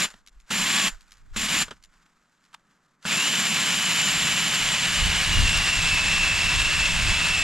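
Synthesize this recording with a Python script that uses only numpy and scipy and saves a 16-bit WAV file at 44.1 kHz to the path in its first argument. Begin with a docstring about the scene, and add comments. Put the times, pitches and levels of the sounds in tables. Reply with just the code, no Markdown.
"""On a frozen lake in light wind, a cordless drill close ahead turns a steel auger: three bursts, then a long run.
Geared noise shakes the housing, a phase-driven whine grows as load slows the motor, and modes ring the flighting.
The blades scrape and thrum in coloured noise; the ringing and scraping fade as the steel sinks into the hole.
Short bursts of noise make chuck clacks, ticks and a selector click; clumped noise is snow, and a breeze
buffets the microphone."""
import sys
import numpy as np
from scipy import signal
from scipy.fft import rfft, irfft, next_fast_len
from scipy.io import wavfile
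from scipy.ndimage import map_coordinates

SR = 44100
rng = np.random.default_rng(int(sys.argv[2]) if len(sys.argv) > 2 else 0)


def put_to_file(sound):
    """Save the sound as 16-bit audio at rate SR, in the file named by the first command-line argument."""
    columns = np.atleast_2d(sound).T  # one column per channel
    safe = np.clip(columns, -1, 1)
    whole_steps = np.round(safe * 32767)
    wavfile.write(sys.argv[1], SR, whole_steps.astype(np.int16))


N = 327663
TIME = np.arange(N) / SR

# trigger pulls: on_s, off_s, drive start_db, drive full_db, rise_s
PULLS = [(-.05, 0.052, -25, -23.5, .05), (0.502, 0.882, -25.5, -23, 0.23), (1.359, 1.626, -27.5, -23, 0.21),
         (3.052, 7.6, -31, -23.5, 0.078)]
# tooth rate in the long run, before small wavers: time_s, rate_hz
TOOTH_RATE = [(3.08, 2215), (3.13, 2515), (3.19, 2694), (3.29, 3005), (3.7, 3018), (4.07, 2990),
              (4.35, 3022), (5.21, 2985), (5.33, 2865), (5.54, 2712), (5.66, 2760), (5.8, 2675),
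              (6.0, 2620), (6.12, 2690), (6.3, 2635), (6.65, 2705), (7.1, 2640), (7.42, 2660)]
# the chuck takes up its play: start_s, level_db before trims, fade_s (by 60 dB)
CHUCK = [(0.14, -32, 0.022), (0.509, -20, 0.039), (1.3612, -20, .027), (1.681, -33, 0.058),
         (1.708, -24, 0.059), (3.052, -16, 0.021)]


def amp(db):
    """Decibels to gain."""
    return 10 ** (np.asarray(db) / 20)


def unit(x):
    """Scaled to rms 1."""
    return x / np.sqrt(np.mean(x ** 2) + 1e-20)


def along(points, hz):
    """Value at hz, interpolated between (Hz, value) points on a log frequency axis."""
    f, v = np.transpose(points)
    return np.interp(np.log(hz + 1), np.log(f + 1), v)


def curves(rows):
    """One value per sample for each column after the time."""
    s, *cols = np.transpose(rows)
    return [np.interp(TIME, s, c) for c in cols]


def wobble(rate):
    """A smooth random curve, rate knots a second."""
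    knots = rng.standard_normal(int(N * rate / SR) + 4)
    return map_coordinates(knots, [TIME * rate])


def filtered(x, response):
    """x shaped by a complex response of frequency."""
    m = next_fast_len(N + SR // 4)
    hz = np.fft.rfftfreq(m, 1 / SR)
    return irfft(rfft(x, m) * response(hz), m)[..., :N]


def coloured(x, spectrum):
    """x with a broad colour, at rms 1."""
    return unit(filtered(x, lambda hz: amp(along(spectrum, hz))))


def resonances(modes, f):
    """Causal response of damped modes (Hz, width Hz, dB), summed."""
    return sum(amp(db) * 1j * f * w / (c * c - f * f + 1j * f * w) for c, w, db in modes)


def noise_pair():
    """White noise at the two microphone ports, generally less alike towards the treble."""
    # left-right likeness: frequency_hz, correlation (0 to 1)
    likeness = [(200, 0.99), (700, 0.94), (2500, 1), (4500, 0.97), (8000, 0.91), (10500, .8), (13000, .2)]

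    def mid_side(hz):
        turn = np.arccos(np.clip(along(likeness, hz), -1, 1)) / 2
        return np.array([np.cos(turn), np.sin(turn)])

    mid, side = filtered(rng.standard_normal((2, N)), mid_side)
    return np.array([mid + side, mid - side])


def bursts(rows):
    """Envelope of short contacts, a quick rise and exponential fade: (s, dB, seconds to fade by 60 dB)."""
    level, t = np.zeros(N + SR), np.arange(SR // 8) / SR
    rise = 1 - np.exp(-t / 0.00059)
    for s, db, t60 in rows:
        level[round(s * SR):][:len(t)] += amp(db - 60 * t / t60) * rise
    return level[:N]


def swell(s, db, rise_db_per_s, fall_db_per_s):
    """Gain that climbs to a peak at time s and falls away, both straight in dB."""
    before_s, after_s = np.maximum(s - TIME, 0), np.maximum(TIME - s, 0)
    return amp(db - abs(rise_db_per_s) * before_s - abs(fall_db_per_s) * after_s)


def effort(coast_db_per_s):
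    """Gain of the drive: the motor starts at once, effort builds as the blades bite, the brake stops it."""
    start_s = 0.0066
    skid_s, skid_width_s, skid_db = 1.475, 0.013, -5.5  # the blades lose their bite for a moment
    drive = np.zeros(N)
    for on, off, start_db, full_db, rise_s in PULLS:
        started = np.clip((TIME - on) / start_s, 0, 1)
        braked = amp(-coast_db_per_s * np.maximum(TIME - off, 0))
        drive += started * braked * amp(np.interp(TIME, [on, on + rise_s], [start_db, full_db]))
    return drive * amp(skid_db * np.exp(-((TIME - skid_s) / skid_width_s) ** 2))


def mesh():
    """Tooth rate in Hz and whine level in dB: the slower the motor runs, the harder the teeth press."""
    free_hz, droop_hz = 3016, 170  # unloaded tooth rate, and the drop that sets the scale of the load
    whine_base_db, loaded_db, flutter_db = -31.5, 6.5, 1.45
    bite_per_s, bite_share = 3.6, .004  # the bite of the blades comes round and moves the speed
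    waver_per_s, waver_share = 20, .0035  # uneven ice moves it at random
    speed_hz, = curves(TOOTH_RATE)
    load = np.tanh(np.maximum(free_hz - speed_hz, 0) / droop_hz)
    whine_db = whine_base_db + loaded_db * load + flutter_db * wobble(14)
    bite = bite_share * np.sin(2 * np.pi * bite_per_s * TIME + wobble(2))
    return speed_hz * (1 + bite + waver_share * wobble(waver_per_s)), whine_db


def gearbox(drive):
    """Teeth strike at random force once a mesh cycle and shake the housing; their regular part whines."""
    # gearbox and shaft resonances: centre_hz, width_hz, level_db (relative)
    housing = [(1703, 170, -4.5), (1930, 140, -10), (2730, 280, -1.5), (2928, 115, -2), (3430, 92, -1),
               (3850, 310, -7), (4500, 200, -7.5), (5160, 320, -12), (6500, 350, -13), (7330, 410, -16.5),
               (7570, 40, 3), (7900, 160, -18), (8980, 500, -12)]
    # broad colour of the rattle: frequency_hz, level_db (relative)
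    rattle_colour = [(100, -40), (280, -10), (460, -14), (620, -8.5), (830, -7), (1020, -3), (1400, -3),
                     (2400, 2.5), (3600, -2), (4900, -6.5), (7000, -9.5), (8500, -15), (11000, -33.5),
                     (15000, -57)]
    mesh_hz, whine_db = mesh()
    phase = 2 * np.pi * np.cumsum(mesh_hz * (1 + 0.002005 * wobble(45))) / SR
    teeth = 1 + 0.56 * np.cos(phase)
    chatter = amp(0.73 * wobble(420) + 0.98 * wobble(40))
    # three sets of resonances are shaken harder or softer as the load shifts round the gears
    shaken = 0
    for k in range(3):
        response = lambda f: resonances(housing[k::3], f) / (1 + (f / 11000) ** 6)
        shaken = shaken + amp(1.14 * wobble(22)) * filtered(noise_pair() * teeth, response)
    broad = coloured(noise_pair() * teeth, rattle_colour)
    rattle = chatter * (amp(-5.0) * unit(shaken) + amp(-2.5) * broad)
    # uneven teeth smear the whine into a skirt of sidebands
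    uneven = phase + 0.45 * wobble(380)
    whine = (1 + 0.41 * wobble(260)) * (np.sin(uneven) + amp(-14.0) * np.sin(2 * uneven))
    long_run = np.clip((TIME - TOOTH_RATE[0][0]) / 0.06, 0, 1)
    return drive * rattle + amp(whine_db) * long_run * whine


def blades(drive, free_db):
    """Edges shave the ice in tiny fractures and the sheet thrums; depth muffles both and lowers the thrum."""
    # colour of the shaving: frequency_hz, level_db (relative)
    scrape_colour = [(2000, -31), (6000, 9.5), (7700, -3.5), (8450, -10), (9500, -2), (10400, -2),
                     (11500, 0.5), (13000, -4.5), (14200, -15.5), (15000, -22.5)]
    # colour of the thrum in a shallow hole: frequency_hz, level_db (relative)
    thrum_colour = [(30, -42), (70, -19.5), (120, -11.5), (190, 2), (232, -1.5), (278, -11.5), (450, -22),
                    (900, -62)]
    sink_from_s, sink_to_s, deep_pitch = 3.2, 5.0, 0.839  # final pitch of the thrum over the first
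    jolt_db, jolt_s = -19.5, 0.12  # each clack sets the auger thrumming: level offset, 60 dB fade
    fractures = noise_pair() * amp(6.4 * wobble(900))
    shaving_db = -13.5 + 0.83 * free_db + 0.49 * wobble(35)
    shaving = amp(shaving_db) * coloured(fractures, scrape_colour)
    depth = np.interp(TIME, [sink_from_s, sink_to_s], [0, 1])
    shallow = coloured(noise_pair(), thrum_colour)
    deep = coloured(noise_pair(), [(hz * deep_pitch, db) for hz, db in thrum_colour])
    # equal-power crossfade as the hole deepens
    thrum = amp(-13.0 + 0.38 * free_db) * (np.sqrt(1 - depth) * shallow + np.sqrt(depth) * deep)
    jolts = bursts([(s, db + jolt_db, jolt_s) for s, db, _ in CHUCK])
    return drive * (shaving + thrum) + jolts * shallow


def flighting(shake, free_db):
    """The steel spiral rings on after each shake; ice and slush damp its level as it goes down."""
    # modes of the steel spiral: centre_hz, width_hz, level_db (relative)
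    steel = [(7150, 22, 1), (7246, 130, -8.5), (7440, 58, -10.5), (9430, 540, -22), (11400, 270, -28.5),
             (12170, 150, -31)]
    return amp(free_db + 17) * filtered(shake * noise_pair(), lambda f: resonances(steel, f))


def turbulence(spectrum):
    """Lumpy pressure at the two ports, only partly alike, at rms 1."""
    own = amp([[-4], [-2]]) * rng.standard_normal((2, N))  # each port's own share
    eddying = rng.standard_normal(N) + own
    return coloured(eddying * amp(0.65 * wobble(29)), spectrum)


def airflow(steady, puffs, db_per_s):
    """Gain of a steady flow with puffs that rise and fall alike; the strongest at each moment counts."""
    flow = amp(curves(steady)[0])
    return np.max([flow] + [swell(s, db, db_per_s, db_per_s) for s, db in puffs], axis=0)


def wind():
    """Faint open air, a few deep eddies, and a growing, gusty breeze that buffets the microphone."""
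    # colours of the open air, the buffeting and the deep rumble: frequency_hz, level_db (relative)
    air_colour = [(25, -10), (90, -13), (170, 3.5), (260, -3), (450, -11), (800, -11), (1250, -3.5),
                  (1700, -10), (2600, -22), (4000, -33), (7000, -31.5), (15000, -48)]
    buffet_colour = [(12, -6.5), (32, 6), (60, -2), (100, -2.5), (150, -14), (250, -20), (450, -35),
                     (1200, -76.5)]
    rumble_colour = [(10, -4.5), (27, 1.5), (42, -6.5), (65, -21.5), (110, -35), (300, -74)]
    # slow eddies at the microphone between the bursts: peak_s, rumble level_db
    eddies = [(.39, -44.5), (.6, -48), (.93, -38.5), (1.22, -48.5), (1.365, -32), (1.65, -52.5)]
    # the light air that carries them dies away: time_s, rumble level_db
    drift = [(1.8, -61.5), (2.3, -79)]
    # the breeze picks up: time_s, buffet level_db before its random waver
    breeze = [(3.0, -95), (3.7, -62), (4.15, -52), (4.75, -52.5), (5.2, -37), (6.2, -33.5), (6.7, -31.5),
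              (7.4, -32.5)]
    # gusts on top of it: peak_s, buffet level_db before its random waver
    gusts = [(1.39, -42), (1.59, -44.5), (4.19, -39), (4.68, -39.5), (5.04, -24), (5.391, -17), (5.57, -26),
             (5.79, -27.5), (6.57, -25.5), (6.8, -23.5), (7.1, -25)]
    buffet = airflow(breeze, gusts, 116) * amp(1.5 * wobble(9)) * turbulence(buffet_colour)
    rumble = airflow(drift, eddies, 172.5) * turbulence(rumble_colour)
    open_air = amp(-70.5 + 1.2 * wobble(4)) * coloured(noise_pair(), air_colour)
    return buffet + rumble + open_air


def snow():
    """Loose chips crunch in clumps: just before a pull, after it, and with each shuffle of feet."""
    # shuffles in the snow: peak_s, level_db, fade_db_per_s
    shuffles = [(.33, -68.5, 3), (1.1, -64.5, 63), (1.94, -68, 32.5), (2.46, -81, 63), (2.711, -72.5, 65)]
    # colour of the crunch: frequency_hz, level_db (relative)
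    crunch_colour = [(200, -21), (700, -9.5), (1500, 1.5), (2300, -6), (3800, -9), (6000, -11),
                     (7600, -8.5), (8500, -19), (12000, -22.5), (15000, -38)]
    # chips stir as the auger takes the strain before a pull, and trickle down after it
    stir_db, stir_lead_s, stir_rise_db_per_s = -46.5, 0.0056, 750
    trickle_db, trickle_fall_db_per_s = -43.5, 159.5
    stirring = sum((TIME < on) * swell(on - stir_lead_s, stir_db, stir_rise_db_per_s, 0) for on, *_ in PULLS)
    trickling = sum((TIME > off) * swell(off, trickle_db, 0, trickle_fall_db_per_s) for _, off, *_ in PULLS)
    shuffling = sum(swell(s, db, 350, fade) for s, db, fade in shuffles)
    clumps = noise_pair() * amp(2.2 * wobble(900) + 1.9 * wobble(80))
    return np.hypot(stirring + trickling, shuffling) * coloured(clumps, crunch_colour)


def tick_strikes():
    """Strike envelope of the ticks: each bounces twice, weaker each time."""
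    # small ticks of ice and loose metal: start_s, level_db before trims
    tick_times = [(.1027, -32), (0.263, -38), (0.2738, -33), (0.4, -41.5), (.9704, -52), (1.008, -37),
                  (1.08, -47), (1.108, -41), (1.1192, -31.5), (1.17, -44.5), (1.8257, -41), (1.8378, -33),
                  (2.4394, -49), (2.4512, -48), (2.669, -63), (2.8486, -56.5), (3.0266, -38), (3.0454, -30)]
    rebound_s, rebound_loss_db = .0092, 5.5
    return bursts([(s + k * rebound_s, db - k * rebound_loss_db, .018) for s, db in tick_times for k in range(3)])


def ticks(strikes):
    """Ice and loose metal tick: each strike is a brief burst of bright noise."""
    # colour of a tick: frequency_hz, level_db (relative)
    tick_colour = [(300, -44), (1200, 1), (2800, 2), (4500, 2.5), (7000, -0.5), (10000, -9), (15000, -21.5)]
    return amp(-7.5) * strikes * coloured(noise_pair(), tick_colour)


def chuck():
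    """The chuck clacks as it takes up its play: short bursts of mid-heavy noise."""
    # colour of a clack: frequency_hz, level_db (relative)
    clack_colour = [(150, -6), (500, 2), (760, -6), (1400, 8.5), (2100, -6.5), (3200, -1), (5000, -12),
                    (8000, -16.5), (12000, -35), (15000, -36)]
    return amp(-5.5) * bursts(CHUCK) * coloured(noise_pair(), clack_colour)


def spin_up(drive):
    """The motor whirs up and sags in the second pull: a rough tone with a strong third harmonic."""
    # the whir: time_s, pitch_hz, level_db relative to the drive, before its flutter
    whir = [(.55, 880, -23.5), (.72, 1116, -15), (.79, 1152, -10.5), (.9, 1052, -16)]
    hz, db = curves(whir)
    phase = 2 * np.pi * np.cumsum(hz) / SR + 0.31 * wobble(130)
    second_pull = (TIME > PULLS[1][0]) & (TIME < PULLS[2][0])
    tone = np.sin(phase) + amp(3.5) * np.sin(3 * phase)
    return second_pull * drive * amp(db + 2.3 * wobble(70)) * tone


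def selector():
    """The drill's selector is pushed over: a dry plastic click, too small to radiate bass."""
    # parts of the click: start_s, level_db before the high-pass, fade_s (by 60 dB)
    contacts = [(2.529, -50, 0.11), (2.5415, -36.5, 0.019), (2.5455, -28, 0.011)]
    # colour of the click: frequency_hz, level_db (relative)
    click_colour = [(350, -45), (600, -24), (780, 5), (1400, 6.5), (2100, -7), (3200, 1), (5000, -10.5),
                    (8000, -11), (12000, -26), (15000, -31)]
    click = bursts(contacts) * coloured(noise_pair(), click_colour)
    return signal.sosfilt(signal.butter(6, 700, "highpass", fs=SR, output="sos"), click)


def ports(hz):
    """Response of the left and right microphone ports to a source just right of centre."""
    # lag of the left port: frequency_hz, phase_radians
    lag = [(200, .04), (1200, .22), (3000, 0.6), (5200, 0.65), (10600, .15)]
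    # left minus right: frequency_hz, level_db
    balance = [(200, 0), (500, -1.5), (1260, -1), (4300, .5), (7900, 0.4), (14000, -2)]
    half = np.array([[.5], [-.5]])
    return amp(half * along(balance, hz)) * np.exp(-1j * half * along(lag, hz))


def scene():
    """Drill and auger stand almost straight ahead, their sound reaching the right port a shade earlier."""
    # how freely the flighting rings as it sinks: time_s, level_db (relative)
    free_steel = [(0, -1.8), (1.6, -0.9), (3.1, -3.5), (4.1, -2.2), (4.8, -6.5), (6.2, -12.5)]
    drive = effort(coast_db_per_s=853)
    free_db, = curves(free_steel)
    strikes = tick_strikes()
    auger = blades(drive, free_db) + flighting(drive + .25 * strikes, free_db)
    drill = gearbox(drive) + spin_up(drive) + chuck() + selector()
    ahead = drill + auger + ticks(strikes) + snow()
    return filtered(ahead, ports) + wind()


def record(dry):
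    """The microphone dulls the top, and nothing passes above its band limit."""
    top_hz = 15050

    def response(hz):
        dull = amp(along([(12800, 0), (14000, 0.0), (15000, -10.5)], hz))
        return dull * np.clip((top_hz - hz) / 200, 0, 1)

    return filtered(dry, response)


dry = scene()
out = record(dry)
put_to_file(out)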